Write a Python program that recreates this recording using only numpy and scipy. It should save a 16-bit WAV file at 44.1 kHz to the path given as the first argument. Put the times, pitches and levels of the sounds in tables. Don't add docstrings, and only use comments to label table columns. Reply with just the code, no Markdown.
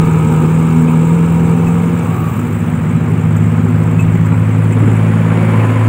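import sys
import numpy as np
from scipy import signal
from scipy.io import wavfile
from scipy.ndimage import uniform_filter1d

SR = 44100
rng = np.random.default_rng(int(sys.argv[2]) if len(sys.argv) > 2 else 0)


def waveform_to_disk(signal):
    frames = np.transpose(np.atleast_2d(signal))
    scaled = np.clip(frames, -1, 1) * 32767
    samples = np.round(scaled).astype(np.int16)
    wavfile.write(sys.argv[1], SR, samples)


def volts_from_decibels(level):
    exponent = np.asarray(level, float) / 20
    return 10 ** exponent


N = 259308
FULL_DB = -10


def evened(x):
    return x / np.sqrt(np.mean(x ** 2) + 1e-20)


def curves(rows):
    times, *columns = np.transpose(rows)
    return [np.interp(np.arange(N) / SR, times, column) for column in columns]


def swell(start, rise, hold, fall, top):
    corners = np.cumsum([start, rise, hold, fall])
    return np.interp(np.arange(N) / SR, corners, [0, top, top, 0])


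def wander(seconds):
    size = max(round(seconds * SR), 2)
    smooth = uniform_filter1d(rng.standard_normal(N), size)
    return evened(uniform_filter1d(smooth, size))


def fluttering(orders):
    flutter_db, flutter_s = 1.8, .1
    return [(k, db + flutter_db * wander(flutter_s)) for k, db in orders]


def resonate(x, hz, width):
    turn = np.exp(2j * np.pi * np.cumsum(hz * np.ones(N)) / SR)
    r = np.exp(-np.pi * width / SR)
    low = signal.lfilter([1 - r], [1, -r], x / turn)
    low = signal.lfilter([1 - r], [1, -r], low)
    return 2 * (turn * low).real


def whistle(hz, width):
    if width > 100:
        return evened(resonate(rng.standard_normal(N), hz, width))
    tremble_hz = width / 2 * wander(0.251 / width)
    level = volts_from_decibels(0.87 * wander(.01))
    return np.sqrt(2) * level * np.sin(2 * np.pi * np.cumsum(hz + tremble_hz) / SR)


def noise(colour, size, patchy_db, flicker_db, bumps=(), tilt=None):
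    hop = size // 4
    frames, hz = N // hop + 5, np.fft.rfftfreq(size, 1 / SR)
    a, b, patches = rng.standard_normal((frames, len(hz), 3)).T
    patches = evened(uniform_filter1d(uniform_filter1d(patches, 6, 0), 8, 1))
    flicker = evened(uniform_filter1d(rng.standard_normal(frames), 3))
    colour_hz, colour_db = np.transpose(colour)
    shape = np.interp(np.log(hz + 1), np.log(colour_hz + 1), colour_db, -150, -150)
    for mid_hz, width, top_db in bumps:
        shape = shape + top_db / (1 + (2 * (hz - mid_hz) / width) ** 2)
    field_db = shape[:, None] + patchy_db * patches + flicker_db * flicker
    if tilt is not None:
        at = np.minimum(np.arange(frames) * hop, N - 1)
        octaves_up = np.log2(np.maximum(hz, 8000) / 8000)
        octaves_down = np.log2(7000 / np.clip(hz, 3000, 7000))
        field_db += octaves_up[:, None] * tilt[0][at] + octaves_down[:, None] * tilt[1][at]
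    spectra = (a + 1j * b) * volts_from_decibels(field_db)
    return evened(signal.istft(spectra, nperseg=size, noverlap=size - hop)[1][:N])


def engine(hz, orders, waver_db, slip, locked=(), start=0.):
    angle = 2 * np.pi * np.cumsum(hz) / SR
    angle = angle - angle[round(start * SR)]
    out = np.zeros(N)
    for k, db in orders:
        phase = 2 * np.pi * rng.random() + slip * wander(0.025)
        out += volts_from_decibels(db + waver_db * wander(0.036)) * np.sin(k * angle + phase)
    for k, db in locked:
        out += volts_from_decibels(db + 2.4 * wander(0.1)) * np.cos(k * angle + .5 * wander(0.058))
    return angle, np.sqrt(2) * out


def wind():
    # (frequency [Hz], level [dB per Hz])
    wind_colour = [(8, -32), (20, 0), (35, 20), (55, -1), (80, -7), (120, -35)]
    # (start [s], hold [s], level [dB])
    gusts = [(-.08, .06, 17), (.46, .17, 11), (1.37, .02, 8), (1.56, .02, 16), (3.6, .2, 9),
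             (3.97, .18, 11), (4.85, .06, 10), (5.12, .15, 9)]
    edge_s = .09
    breeze_db, freshen_db_per_s = -49, 0.3
    gusts_db = sum(swell(s, edge_s, hold, edge_s, db) for s, hold, db in gusts)
    lull_db = swell(1.7, rise=.4, hold=.85, fall=.25, top=-11)
    level_db = breeze_db + freshen_db_per_s * np.arange(N) / SR + lull_db + gusts_db
    return volts_from_decibels(level_db) * noise(wind_colour, size=4096, patchy_db=4.5, flicker_db=1.)


def rumble():
    # (frequency [Hz], level [dB])
    rumble_colour = [(40, -47), (60, -14), (75, -6), (100, 4.5), (140, 7), (190, 5), (250, 6.5), (300, -12),
                     (400, -4.5), (500, -44)]
    # (start [s], rise [s], hold [s], fall [s], level [dB])
    heaves = [(4.76, .1, .02, .1, 11), (1.8, .9, .4, .6, 3)]
    rumble_db, drift_db = -23, 1
    level_db = rumble_db + drift_db * wander(0.23) + sum(swell(*row) for row in heaves)
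    return volts_from_decibels(level_db) * noise(rumble_colour, size=4096, patchy_db=3.5, flicker_db=0.1)


def far_truck():
    # (order [multiple of the base rate], level the swell is added to [dB])
    far_orders = [(2, -53), (4, -47.5)]
    base_hz, gain_hz_per_s = 42.0, .27
    heard_db = swell(2.1, rise=.55, hold=1.8, fall=.6, top=26)
    hz = base_hz + gain_hz_per_s * np.arange(N) / SR
    _, tones = engine(hz, far_orders, waver_db=1.5, slip=0.63)
    fade = np.minimum(heard_db / 6, 1)
    return fade * volts_from_decibels(heard_db) * tones


def hiss(truck_angle, nearness, dozer_angle, work_db):
    # (frequency [Hz], level [dB])
    hiss_colour = [(3000, -35.5), (4200, -13.5), (5200, -16), (6000, -11.4), (6900, -5.5), (7600, 1.1),
                   (8000, -0.5), (8500, -3.5), (9500, -9), (10500, -15), (11700, -18.4), (13100, -16.5),
                   (14200, -10.6), (15400, -7), (16000, -6)]
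    truck_db, dozer_db, dozer_follow = -40.5, -35, 0.48
    fill_from_db, fill = -26.5, 1.3
    level = np.hypot(volts_from_decibels(truck_db) * nearness, volts_from_decibels(dozer_db + dozer_follow * work_db))
    blow_off = swell(1.7, rise=.6, hold=.1, fall=.7, top=4.5)
    hard_work = fill * np.maximum(work_db - fill_from_db, 0)
    chop = 1 + 0.054 * np.cos(2 * truck_angle) + 0.15 * np.cos(3 * dozer_angle)
    sound = noise(hiss_colour, size=512, patchy_db=2.2029, flicker_db=1.1, tilt=(blow_off, hard_work))
    return level * chop * sound


def whistles():
    # (start [s], length [s], first pitch [Hz], last pitch [Hz], width [Hz])
    glides = [(2.02, .45, 15200, 13900, 700), (3.2, 1.75, 15280, 13900, 110), (4.2, 2.2, 9200, 10400, 1100),
              (4.75, 1.6, 6700, 7200, 60), (5.42, .6, 1026, 1000, 5), (2.0, .38, 1145, 1125, 40),
              (2.08, .26, 1235, 1210, 60), (-.5, 2.7, 940, 935, 80), (-.2, .8, 1240, 1290, 40),
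              (1.3, .6, 780, 785, 50), (2.03, .24, 760, 750, 50), (-.05, .45, 445, 447, 16),
              (.9, 1.25, 452, 464, 14), (5.27, .4, 2235, 2310, 8)]
    glide_levels = [-49, -63, -53, -57, -31, -33, -36.5, -35.5, -34.5, -36.5, -36, -27.5, -28.5, -39]
    # (time [s], level [dB])
    peep_rows = [(2.14, -55), (2.82, -61), (2.98, -53), (3.62, -57), (4.32, -55)]
    edge_share, depth_db = .2, 22
    peep_hz, peep_edge_s = 3920, .085
    t, out = np.arange(N) / SR, np.zeros(N)
    for (s, length, first_hz, last_hz, width), db in zip(glides, glide_levels):
        edge = edge_share * length
        up_db = swell(s, edge, length - 2 * edge, edge, depth_db)
        hz = np.interp(t, [s, s + length], [first_hz, last_hz])
        out += (up_db > 0) * volts_from_decibels(db - depth_db + up_db) * whistle(hz, width)
    peeps = sum(volts_from_decibels(db - 20 * abs(t - s) / peep_edge_s) for s, db in peep_rows)
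    return out + peeps * whistle(peep_hz, 25)


def squeaks():
    # (time [s], low ring [dB], middle ring [dB], high ring [dB])
    scrapes = [(.269, -59, -36.5, -59.5), (.878, -29, -43, -57), (1.667, -28.5, -46, -54),
               (3.362, -55, -33, -43), (3.779, -51.5, -53, -51), (3.991, -22.5, -37.5, -47),
               (4.003, -32, -37, -46.5), (4.02, -47, -35, -53), (4.141, -43, -42.5, -49),
               (4.256, -43.5, -39, -46.5), (4.721, -34, -34, -52), (4.789, -44, -55, -52),
               (4.864, -52, -43.5, -52), (4.961, -41, -39.5, -52), (5.599, -31, -46, -53)]
    # (pitch [Hz], width [Hz])
    rings = [(2570, 70), (7600, 900), (13900, 1600)]
    rise_s, fall_s = 0.0025, 0.0086
    t, out = np.arange(N) / SR, np.zeros(N)
    since = [np.maximum(t - row[0], 0) for row in scrapes]
    shapes = [2 * np.exp(-u / fall_s) * (1 - np.exp(-u / rise_s)) ** 2 for u in since]
    for k, (hz, width) in enumerate(rings):
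        level = sum(volts_from_decibels(row[1 + k]) * shape for row, shape in zip(scrapes, shapes))
        out += level * whistle(hz, width)
    return out


def truck():
    # (time [s], base rate [Hz], order 4, which follows the throttle [dB rms])
    engine_rows = [(0, 40.44, -8.5), (.2, 39.88, -12), (.42, 39.05, -8.5), (.54, 40.52, -10.5),
                   (.9, 40.31, -10.4), (1.02, 40.5, -9.5), (1.15, 41.75, -10), (1.5, 41.57, -10.5),
                   (1.85, 42.74, -13), (1.98, 42.3, -15.5), (2.1, 41.55, -18.5), (2.24, 40.35, -24),
                   (2.46, 40.16, -30), (2.8, 40.4, -63)]
    # (order [multiple of the base rate], level re order 4 at full throttle [dB])
    weak_rows = [(2, -18), (3, -16.5), (5, -18.5), (6, -18)]
    # (order [multiple of the base rate], level re order 4 [dB])
    upper_rows = [(7, -24.5), (8, -28.5), (9, -26.5), (10, -33), (11, -25), (12, -24.5), (13, -30)]
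    # (frequency [Hz], level [dB])
    roar_colour = [(200, -42), (280, -0.3), (400, -2), (560, -14.5), (690, -16.5), (1000, -10),
                   (1400, -14.5), (1700, -21.1), (1950, -27.5), (2150, -19), (2700, -22), (3300, -31),
                   (3900, -33), (4300, -47), (5200, -47), (6500, -67)]
    # (middle [Hz], width [Hz], height [dB])
    body_bumps = [(505, 40, 5), (810, 90, 5), (930, 90, 3), (1070, 90, -4), (1240, 110, 6), (1700, 150, 3),
                  (2300, 140, 4)]
    start_m, speed_m_per_s = 33, 6.1
    roar_db, roar_follow, weak_follow = -22.6, 0.088, 0.19

    hz, level_db = curves(engine_rows)
    drop_db = level_db - FULL_DB
    heard_db = FULL_DB + np.minimum(weak_follow * drop_db, 3 * (drop_db + 19.5))
    boom_db = swell(.2, rise=.28, hold=.36, fall=.35, top=12)
    weak = fluttering([(k, heard_db + db + (k == 6) * boom_db) for k, db in weak_rows])
    upper = [(k, level_db + db) for k, db in upper_rows]
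    angle, tones = engine(hz, [(4, level_db)] + weak + upper, waver_db=.4, slip=.06)
    roar = noise(roar_colour, size=1024, patchy_db=.6, flicker_db=.5, bumps=body_bumps)
    distance_ratio = 1 + speed_m_per_s / start_m * np.arange(N) / SR
    nearness = volts_from_decibels(roar_follow * drop_db) / distance_ratio
    throb = 1 + 0.16 * np.cos(2 * angle)
    return angle, nearness, tones + volts_from_decibels(roar_db) * nearness * roar * throb


def dozer():
    # (time [s], exhaust load as order 6 [dB rms],
    # unevenness of the firings as order 9 [dB rms], work of blade and tracks [dB])
    engine_rows = [(0, -20.5, -23, -40.5), (1, -28, -31, -39), (1.9, -23, -28, -31),
                   (2.5, -19.5, -22.5, -31), (2.75, -21.5, -18.5, -29), (3.1, -17.5, -16, -29.5),
                   (3.42, -14, -15, -28), (3.8, -13.5, -14.5, -27.5), (4.2, -13, -14, -28),
                   (4.6, -11.5, -16, -26.5), (4.95, -10.5, -16.5, -25.5), (5.3, -13.5, -13, -23),
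                   (5.63, -11.5, -19, -22), (5.88, -10, -29.5, -23)]
    # (order [multiple of the base rate], level [dB], share of the work level [dB per dB])
    weak_rows = [(12, -22.5, .3), (13, -28.5, 0.08), (14, -18.5, .22)]
    # (order [multiple of the base rate], level re order 9 [dB])
    other_rows = [(4, -39), (5, -38), (7, -11.5), (8, -39), (10, -12.5), (11, -18)]
    # (order [multiple of the base rate], level re their common level [dB])
    upper_rows = [(15, -3.5), (16, -2), (17, -8), (18, -16.5), (19, -18), (20, 3), (21, -8.5), (24, -14.5),
                  (25, -13.5), (26, 0), (27, -8), (28, -1.5), (29, -15.5), (30, -20), (32, -16.5),
                  (33, -11.5)]
    # (frequency [Hz], level [dB])
    roar_colour = [(200, -34), (280, 4), (360, -4), (420, -14.5), (500, -4.5), (690, -10), (1000, -8.5),
                   (1400, -11), (1900, -15), (2250, -14), (2900, -23), (3500, -30), (4000, -38.5),
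                   (4600, -41), (6500, -51)]
    # (time [s], peak level [dB], pitch [Hz])
    pops = [(4.766, -17, 450), (4.826, -8.5, 290), (4.873, -18, 425), (4.888, -12, 280)]
    light_hz, pick_up_s, gain_hz_per_s = 17.4, 2.6, .29
    upper_db, upper_follow, bark_upper = -20, 0.68, 0.24
    loud_firing_s = 5.432
    run_s, run_db, run_hz = 5.427, -18.5, 525
    pop_rise_s = .0055

    t = np.arange(N) / SR
    hz = light_hz + gain_hz_per_s * np.maximum(t - pick_up_s, 0)
    load_db, uneven_db, work_db = curves(engine_rows)
    half_beat_db = uneven_db - 19 + 1.9 * (load_db - FULL_DB)
    main = [(3, half_beat_db), (6, load_db), (9, uneven_db)]
    bark_db = swell(4.8, rise=.3, hold=.4, fall=.2, top=11)
    drone_db = swell(2.2, rise=.2, hold=1.2, fall=.5, top=6)
    weak = fluttering([(k, db + share * work_db + (k == 12) * bark_db + (k == 13) * drone_db)
                       for k, db, share in weak_rows])
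    other = [(k, uneven_db + db) for k, db in other_rows]
    common_db = upper_db + upper_follow * work_db + bark_upper * bark_db
    upper = [(k, common_db + db) for k, db in upper_rows]
    angle, tones = engine(hz, main + weak + other, waver_db=.4, slip=.06,
                          locked=upper, start=loud_firing_s)
    roar = noise(roar_colour, size=512, patchy_db=1.2, flicker_db=.7)
    throb = 1 + 0.097 * np.cos(3 * angle) + 0.055 * np.cos(angle)
    cycle_s = 1 / hz[round(run_s * SR)]
    run = [(run_s + k * cycle_s, run_db, run_hz) for k in range(4)]
    for s, db, pop_hz in list(pops) + run:
        u = np.maximum(t - s, 0)
        shape = u / pop_rise_s * np.exp(1 - u / pop_rise_s)
        tones += volts_from_decibels(db) * shape * np.sin(2 * np.pi * pop_hz * u)
        throb += 0.22 * shape
    return angle, work_db, tones + volts_from_decibels(work_db) * roar * throb


def scene():
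    truck_angle, nearness, leaving = truck()
    dozer_angle, work_db, pushing = dozer()
    treble = hiss(truck_angle, nearness, dozer_angle, work_db) + whistles() + squeaks()
    return (wind() + rumble() + far_truck() + treble + leaving + pushing)[None]


def roll_off(x):
    return signal.sosfilt(signal.butter(12, 16960, fs=SR, output="sos"), x)


def record(dry):
    knee, edge_hz = 0.78, 15760
    over = np.maximum(abs(dry) - knee, 0)
    bent = dry - np.sign(dry) * (over - (1 - knee) * np.tanh(over / (1 - knee)))
    low_pass = signal.firwin(511, edge_hz, window=("kaiser", 9), fs=SR)
    finished = signal.oaconvolve(bent, low_pass[None], "same")
    return roll_off(finished)


dry = scene()
out = record(dry)
waveform_to_disk(out)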